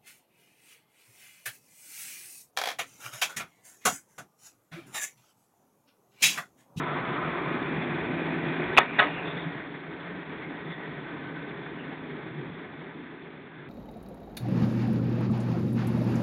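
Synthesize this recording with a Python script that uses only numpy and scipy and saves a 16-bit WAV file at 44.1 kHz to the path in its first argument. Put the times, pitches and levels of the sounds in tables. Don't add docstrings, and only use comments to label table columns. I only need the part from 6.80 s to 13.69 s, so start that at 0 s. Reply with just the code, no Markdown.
import sys
import numpy as np
from scipy import signal
from scipy.fft import rfft, irfft
from scipy.io import wavfile

SR = 44100
rng = np.random.default_rng(int(sys.argv[2]) if len(sys.argv) > 2 else 0)


def persist_wave(psi):
    counts = np.round(np.clip(psi, -1, 1) * 32767).astype(np.int16)
    wavfile.write(sys.argv[1], SR, np.atleast_2d(counts).T)


N = 303849


def amp(db):
    return 10 ** (np.asarray(db) / 20)


def evened(x):
    return x / np.sqrt(np.mean(x ** 2) + 1e-20)


def read(points, hz):
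    f, value = np.transpose(points)
    return np.interp(np.log(hz + 1), np.log(f + 1), value)


def curve(rows, axis=1):
    rows = np.asarray(rows)
    return np.interp(np.arange(N) / SR, rows[:, 0], rows[:, axis])


def hump(s, length):
    return np.exp(-(2 * (np.arange(N) / SR - s) / length) ** 2)


def bins():
    return np.fft.rfftfreq(N, 1 / SR)


def bell(hz, width):
    return 1 / (1 + (2 * (bins() - hz) / width) ** 2)


def noise(gain):
    return evened(irfft(rfft(rng.standard_normal(N)) * gain, N))


def eddies(rate_hz, depth_db):
    return amp(depth_db * noise((bins() > 3) / (1 + (bins() / rate_hz) ** 2)))


def wavering(x, rate_hz=3, share=0.018):
    speed = 1 + share * noise((bins() > .7) / (1 + (bins() / rate_hz) ** 2))
    return np.interp(np.cumsum(speed), np.arange(N), x, period=N)


def add(mix, s, sound):
    part = mix[round(s * SR):][:len(sound)]
    part += sound[:len(part)]


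def driven(level_db, slope):
    # t/s, level/dB
    flow = [(0, -35.5), (1.0, -35.5), (1.55, -36), (1.9, -34), (2.08, -38), (2.5, -37), (2.75, -40),
            (3.02, -43.5), (3.2, -42), (4.4, -42), (5.4, -43.5), (6.2, -46.5), (6.89, -50)]
    cruise_db = -40
    return amp(level_db + slope * (curve(flow) - cruise_db))


def canopy_rush():
    # f/Hz, relative spectral level/dB
    rush_spectrum = [(150, -24), (400, -1.5), (560, 1), (700, 1), (820, 0), (960, -2.5), (1180, -1),
                     (1400, -2), (1900, -1), (2150, -0.5), (2450, -5.5), (2700, -12), (3100, -20),
                     (4500, -55.5)]
    # f/Hz, relative spectral level/dB
    hiss_spectrum = [(1500, -36.5), (2400, -7), (2750, -6), (3000, -4.5), (3250, 0), (3500, 3),
                     (3700, -4.5), (4400, -3.5), (5000, -52.5)]
    # f/Hz, width/Hz, lift/dB
    cavity_modes = [(895, 50, 2.5), (983, 100, 3.5), (1530, 64, 5.5), (1600, 55, 0.5), (1717, 54, 4),
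                    (1884, 110, 3)]
    cavity_db = sum(db * bell(f, width) for f, width, db in cavity_modes)
    rush = driven(-40, 1.085) * noise(amp(read(rush_spectrum, bins()) + cavity_db))
    hiss = driven(-53.5, 0.93) * noise(amp(read(hiss_spectrum, bins()))) * eddies(60, 1.5)
    return (rush + hiss) * eddies(24, 1.0)


def cockpit_boom():
    # f/Hz, relative spectral level/dB
    boom_spectrum = [(15, -36.5), (35, -32.5), (60, -20.5), (100, -17), (120, -17), (138, -5.5),
                     (158, -6.5), (178, -5.5), (205, -11.5), (260, -34), (400, -71.5)]
    # f/Hz, relative spectral level/dB
    rumble_spectrum = [(100, -55), (180, -14), (215, -2.5), (252, -1), (295, 2.5), (325, 1), (355, 0),
                       (415, -1), (460, -5), (540, -17.5), (800, -45.5), (1500, -71)]
    # t/s, level/dB
    bass_levels = [(0, 1), (.35, -1.5), (.9, 1.5), (1.5, 1.8), (2.2, -3.5), (2.75, -1.2), (3.4, -0.5),
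                   (3.6, -0.5), (4.8, 0), (5.4, 1), (5.74, 1.5), (5.8, -1.5), (6.2, 0.5), (6.89, 0)]
    boom = driven(-45.5, 1) * noise(amp(read(boom_spectrum, bins()))) * eddies(5.5, 0.98)
    rumble = driven(-40, 0.82) * noise(amp(read(rumble_spectrum, bins()))) * eddies(7.4, 0.86)
    return amp(curve(bass_levels)) * lulls() * (boom + rumble)


def lulls():
    # t/s, length/s, change of level/dB
    lull_rows = [(.115, 0.14, -3), (0.258, .04, -2), (2.07, .1, -2.5), (2.36, .07, 0.5), (2.597, .05, -0.5),
                 (3.05, 0.057, -3.5), (3.256, 0.08, -4.5), (3.452, 0.05, -8.5), (3.96, 0.058, -4.5),
                 (4.27, 0.063, -1.5), (4.847, .04, -4), (5.423, 0.042, -3.5), (6.114, 0.037, -2.5),
                 (6.728, 0.064, -3)]
    return amp(sum(db * hump(s, length) for s, length, db in lull_rows))


def gap_song():
    # f/Hz, width/Hz, relative level/dB
    gap_modes = [(583, 45, -3), (704, 140, -3), (1020, 180, -3.5), (1180, 140, -1.5), (1286, 60, 2),
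                 (1450, 70, -1)]
    level_db, hold_s, fade_db_per_s = -36.5, 0.63, 43.5
    t = np.arange(N) / SR
    gain = amp(level_db - fade_db_per_s * np.maximum(t - hold_s, 0)) * eddies(14, 1.5)
    song = noise(sum(amp(db) * bell(f, width) for f, width, db in gap_modes))
    return gain * wavering(song)


def drone(track, width_hz, steady):
    shape = bell(0, width_hz)
    stir = noise(shape) + 1j * noise(shape)
    stir = stir / (abs(stir) + .1) ** np.clip(steady, 0, 1)
    turn = np.exp(2j * np.pi * np.cumsum(curve(track)) / SR)
    return amp(curve(track, axis=2)) * evened((stir * turn).real)


def whistles():
    # t/s, f/Hz, level/dB
    gap_note = [(0, 1006, -39.5), (.25, 1011, -43.5), (.45, 1050, -40.5), (.68, 1036, -43),
                (.85, 1030, -54), (1.1, 1042, -82)]
    # t/s, f/Hz, level/dB
    leak = [(0, 2333, -67), (.45, 2355, -46.5), (1.45, 2420, -45.5), (1.85, 2440, -46.5),
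            (2.1, 2402, -43.5), (2.45, 2500, -45), (2.7, 2514, -69)]
    return drone(gap_note, width_hz=84, steady=0.087) + drone(leak, width_hz=340, steady=.05)


def cabin_modes():
    # t/s, f/Hz, level/dB
    low_mode = [(0, 145.9, -40.5), (.6, 152.1, -43), (1.35, 163.9, -38.5), (1.85, 152, -36.5),
                (2.1, 158, -44.5), (2.7, 163, -41.5), (3.0, 157, -48), (3.35, 172, -44.5),
                (3.8, 159.5, -46.5), (4.4, 158.6, -45.5), (5.15, 160.2, -48.5), (5.72, 147, -40.5),
                (5.88, 160, -49.5), (6.55, 155.7, -55.5), (6.89, 144.8, -45)]
    middle_mode = [(0, 249.5, -46), (.7, 248, -40.5), (1.5, 252, -40.5), (2.15, 261.6, -40.5),
                   (2.35, 294.6, -47.5), (3.0, 294, -48.5), (3.55, 300, -47.5), (4.15, 280, -45),
                   (4.55, 286.9, -43.5), (4.8, 274.1, -49), (5.35, 242.8, -44.5), (5.7, 240, -59),
                   (6.05, 258.7, -49), (6.89, 287.5, -58.5)]
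    high_mode = [(0, 364.6, -45.5), (.85, 352.2, -42), (1.35, 335, -38.5), (1.9, 362.6, -37),
                 (2.1, 398.5, -46), (2.5, 415.1, -49.5), (2.9, 412.6, -55), (4.3, 410, -55),
                 (5.4, 404.8, -51.5), (6.89, 398, -66)]
    cabin = drone(low_mode, width_hz=28, steady=.2)
    cabin += drone(middle_mode, width_hz=46, steady=.05)
    cabin += drone(high_mode, width_hz=45, steady=.05)
    return cabin * lulls() * eddies(13, 1.5)


def clacks(rise=0.00032, crack_db=-6, crack_decay=0.0018, frame_db=-25, echo_db=-6.0):
    # t/s, level/dB, ring f/Hz, ring t60/s, level sent to thud, frame and cockpit/dB
    contacts = [(1.9682, -5.5, 1500, .0025, -15), (1.9735, -10, 2800, .01, 2.5),
                (1.9753, 1.5, 2580, 0.0085, -19), (1.9778, -7.5, 2600, 0.012, -16.5),
                (1.9799, 0.5, 2480, 0.014, -13), (1.9810, -2, 2450, 0.014, -8.5),
                (1.9820, 2, 1250, 0.012, -9), (1.9842, -6, 3460, 0.01, -23),
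                (1.9845, -6, 1075, 0.0111, -20), (1.9871, 5.5, 790, 0.0089, -21.5),
                (1.9920, -12.5, 1300, 0.021, -17), (1.9925, -21, 3400, .014, -14.5),
                (2.0012, -10, 1400, 0.0036, -11.5), (2.0052, -12.5, 1900, 0.0074, -11),
                (2.012, -21.5, 1850, 0.035, -9), (2.0175, -19, 1900, 0.013, -15.5),
                (2.031, -18, 2105, .015, -10.5), (2.1842, -19.5, 380, 0.014, -2.5),
                (2.1878, -9, 1780, 0.016, -11), (2.1910, -4, 1955, 0.014, -12.5),
                (2.1918, -6.5, 850, 0.0059, -7), (2.1925, -14, 3650, 0.015, -6.5),
                (2.1960, 0, 1300, 0.0054, -4.5), (2.1982, -4, 1890, 0.0084, -8),
                (2.2009, -0.5, 1550, 0.0049, -5), (2.2002, -8, 686, 0.0078, -4.5),
                (2.2050, -14, 1200, .012, -8.5), (2.2102, -9, 1290, 0.005, -7.5),
                (2.2186, -18, 1590, .008, -6.5), (2.2230, -14, 700, .01, -7),
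                (2.2284, -12.5, 2040, 0.015, -10.5), (2.2390, -20, 2130, 0.0061, -2.5),
                (2.2462, -16, 900, 0.0062, -4), (2.2700, -19, 1950, .014, -9.5)]
    # f/Hz, relative level/dB, t60/s
    frame_modes = [(421, -8, 0.24), (677, -1.5, 0.15), (717, 1, 0.19), (932, 1, 0.16), (1073, 1.5, 0.1),
                   (1273, 2, 0.19), (1505, -0.5, 0.21), (1683, 3.5, .12), (1797, 1, .14), (1934, 1, 0.14),
                   (2147, -3, 0.13), (2250, -1.5, .14), (3484, -8, 0.12)]
    thud_hz, thud_t60_s, thud_db = 481, 0.0065, -16
    t = np.arange(SR // 4) / SR
    direct, sent = np.zeros(N), np.zeros(N)
    band = signal.butter(2, [250, 3800], "band", fs=SR, output="sos")
    thud = amp(thud_db - 60 * t / thud_t60_s) * np.sin(2 * np.pi * thud_hz * t)
    for s, db, hz, t60, send_db in list(contacts) + bounces():
        ring = np.sin(2 * np.pi * hz * t) * amp(-60 * t / t60) * (1 - np.exp(-t / rise))
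        grit = evened(signal.sosfilt(band, rng.standard_normal(len(t))))
        crack = amp(crack_db) * grit * np.exp(-t / crack_decay)
        frame = sum(amp(d - 60 * t / life) * np.sin(2 * np.pi * (f * t + rng.random()))
                    for f, d, life in frame_modes)
        body = thud + amp(frame_db) * frame
        add(direct, s, amp(db) * (ring + 0.43 * crack + amp(send_db) * body))
        add(sent, s, amp(db + send_db) * (1.1 * ring + crack + thud))
    high_pass = signal.butter(2, 240, "high", fs=SR, output="sos")
    return signal.sosfilt(high_pass, direct + amp(echo_db) * cockpit(sent))


def bounces():
    # t/s, length/s, starting level/dB
    rattles = [(1.992, .045, -24.5), (2.206, .08, -21)]
    gap_s, fade_db_per_s, scatter_db, send_db = 0.0055, 161, 5.5, 4
    low_hz, high_hz, t60_s = 805, 2340, 0.014
    rows = []
    for s, length, db in rattles:
        for k, (late, size, pitch) in enumerate(rng.random((24, 3))):
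            after = (k + late) * gap_s
            if after < length:
                level = db - fade_db_per_s * after + scatter_db * (2 * size - 1)
                hz = low_hz + pitch * (high_hz - low_hz)
                rows.append((s + after, level, hz, t60_s, send_db))
    return rows


def cockpit(x, delay=0.0019):
    # f/Hz, t60/s
    decay_times = [(150, 0.26), (500, 0.43), (1200, 0.14), (2500, 0.123), (4000, 0.12)]
    size = SR // 2
    taps = rng.choice([-1., 1.], size) * (rng.random(size) < 3000 / SR)
    hz, t, z = signal.stft(taps, SR, nperseg=256)
    fading = amp(-60 * t / read(decay_times, hz)[:, None])
    tail = signal.istft(z * fading, SR, nperseg=256)[1]
    tail *= np.arange(len(tail)) / SR > delay
    return signal.fftconvolve(x, tail / np.linalg.norm(tail))[:N]


def low_thumps(swell=0.015):
    # t/s, f/Hz, peak level/dB
    thump_rows = [(0.192, 135, -31), (0.279, 143.5, -29), (2.186, 140.5, -34), (2.255, 300, -31),
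                  (2.475, 411, -34.5), (2.545, 138, -35.5), (2.655, 167, -30), (2.746, 148, -35.5),
                  (3.123, 295, -36), (3.348, 174, -35.5), (3.851, 162, -43), (4.356, 157, -37)]
    t, out = np.arange(SR // 4) / SR, np.zeros(N)
    envelope = (t / swell * np.exp(1 - t / swell)) ** 2
    for s, hz, db in thump_rows:
        add(out, s, amp(db) * envelope * np.sin(2 * np.pi * hz * t))
    return out


def puffs():
    # t/s, length/s, f/Hz, width/Hz, level/dB
    puff_rows = [(0.358, 0.078, 1310, 400, -35.5), (1.4, 0.68, 645, 250.5, -42.5),
                 (1.804, .16, 1797, 300, -43), (2.293, 0.462, 2736, 300, -48.5),
                 (2.45, 0.45, 660, 500, -48), (2.45, 0.14, 1500, 900, -47.5), (2.493, 0.11, 3540, 400, -47),
                 (2.617, 0.098, 3520, 403, -48), (2.713, 0.044, 1860, 140, -42.5),
                 (2.81, .06, 1900, 200, -48), (3.283, 0.21, 1790, 250, -51), (3.64, 0.12, 2075, 400, -46),
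                 (3.92, 0.072, 3470, 298, -50), (4.028, 0.22, 1894, 132, -46),
                 (4.499, 0.7, 1522, 50, -50.5), (5.013, 0.076, 2800, 320, -51),
                 (6.827, 0.28, 1630, 350, -55)]
    swells = sum(amp(db) * hump(s, length) * noise(bell(hz, width))
                 for s, length, hz, width, db in puff_rows)
    return swells * eddies(30, 1.8)


def scene():
    wind = canopy_rush() + cockpit_boom() + gap_song() + puffs()
    tones = whistles() + cabin_modes() + low_thumps()
    return (wind + tones + clacks())[None]


def record(dry):
    # f/Hz, level/dB
    response = [(10, -2), (3550, -0.5), (3750, -1), (3950, -8), (4150, -13.5), (4350, -20.5), (4550, -30),
                (4800, -82.5)]
    overload, edge_hz = .69, 16000
    heard = irfft(rfft(dry) * amp(read(response, bins())), N)
    clipped = np.clip(heard, -overload, overload)
    low_pass = signal.firwin(511, edge_hz, window=("kaiser", 9), fs=SR)
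    return signal.oaconvolve(clipped, low_pass[None], "same")


dry = scene()
out = record(dry)
persist_wave(out)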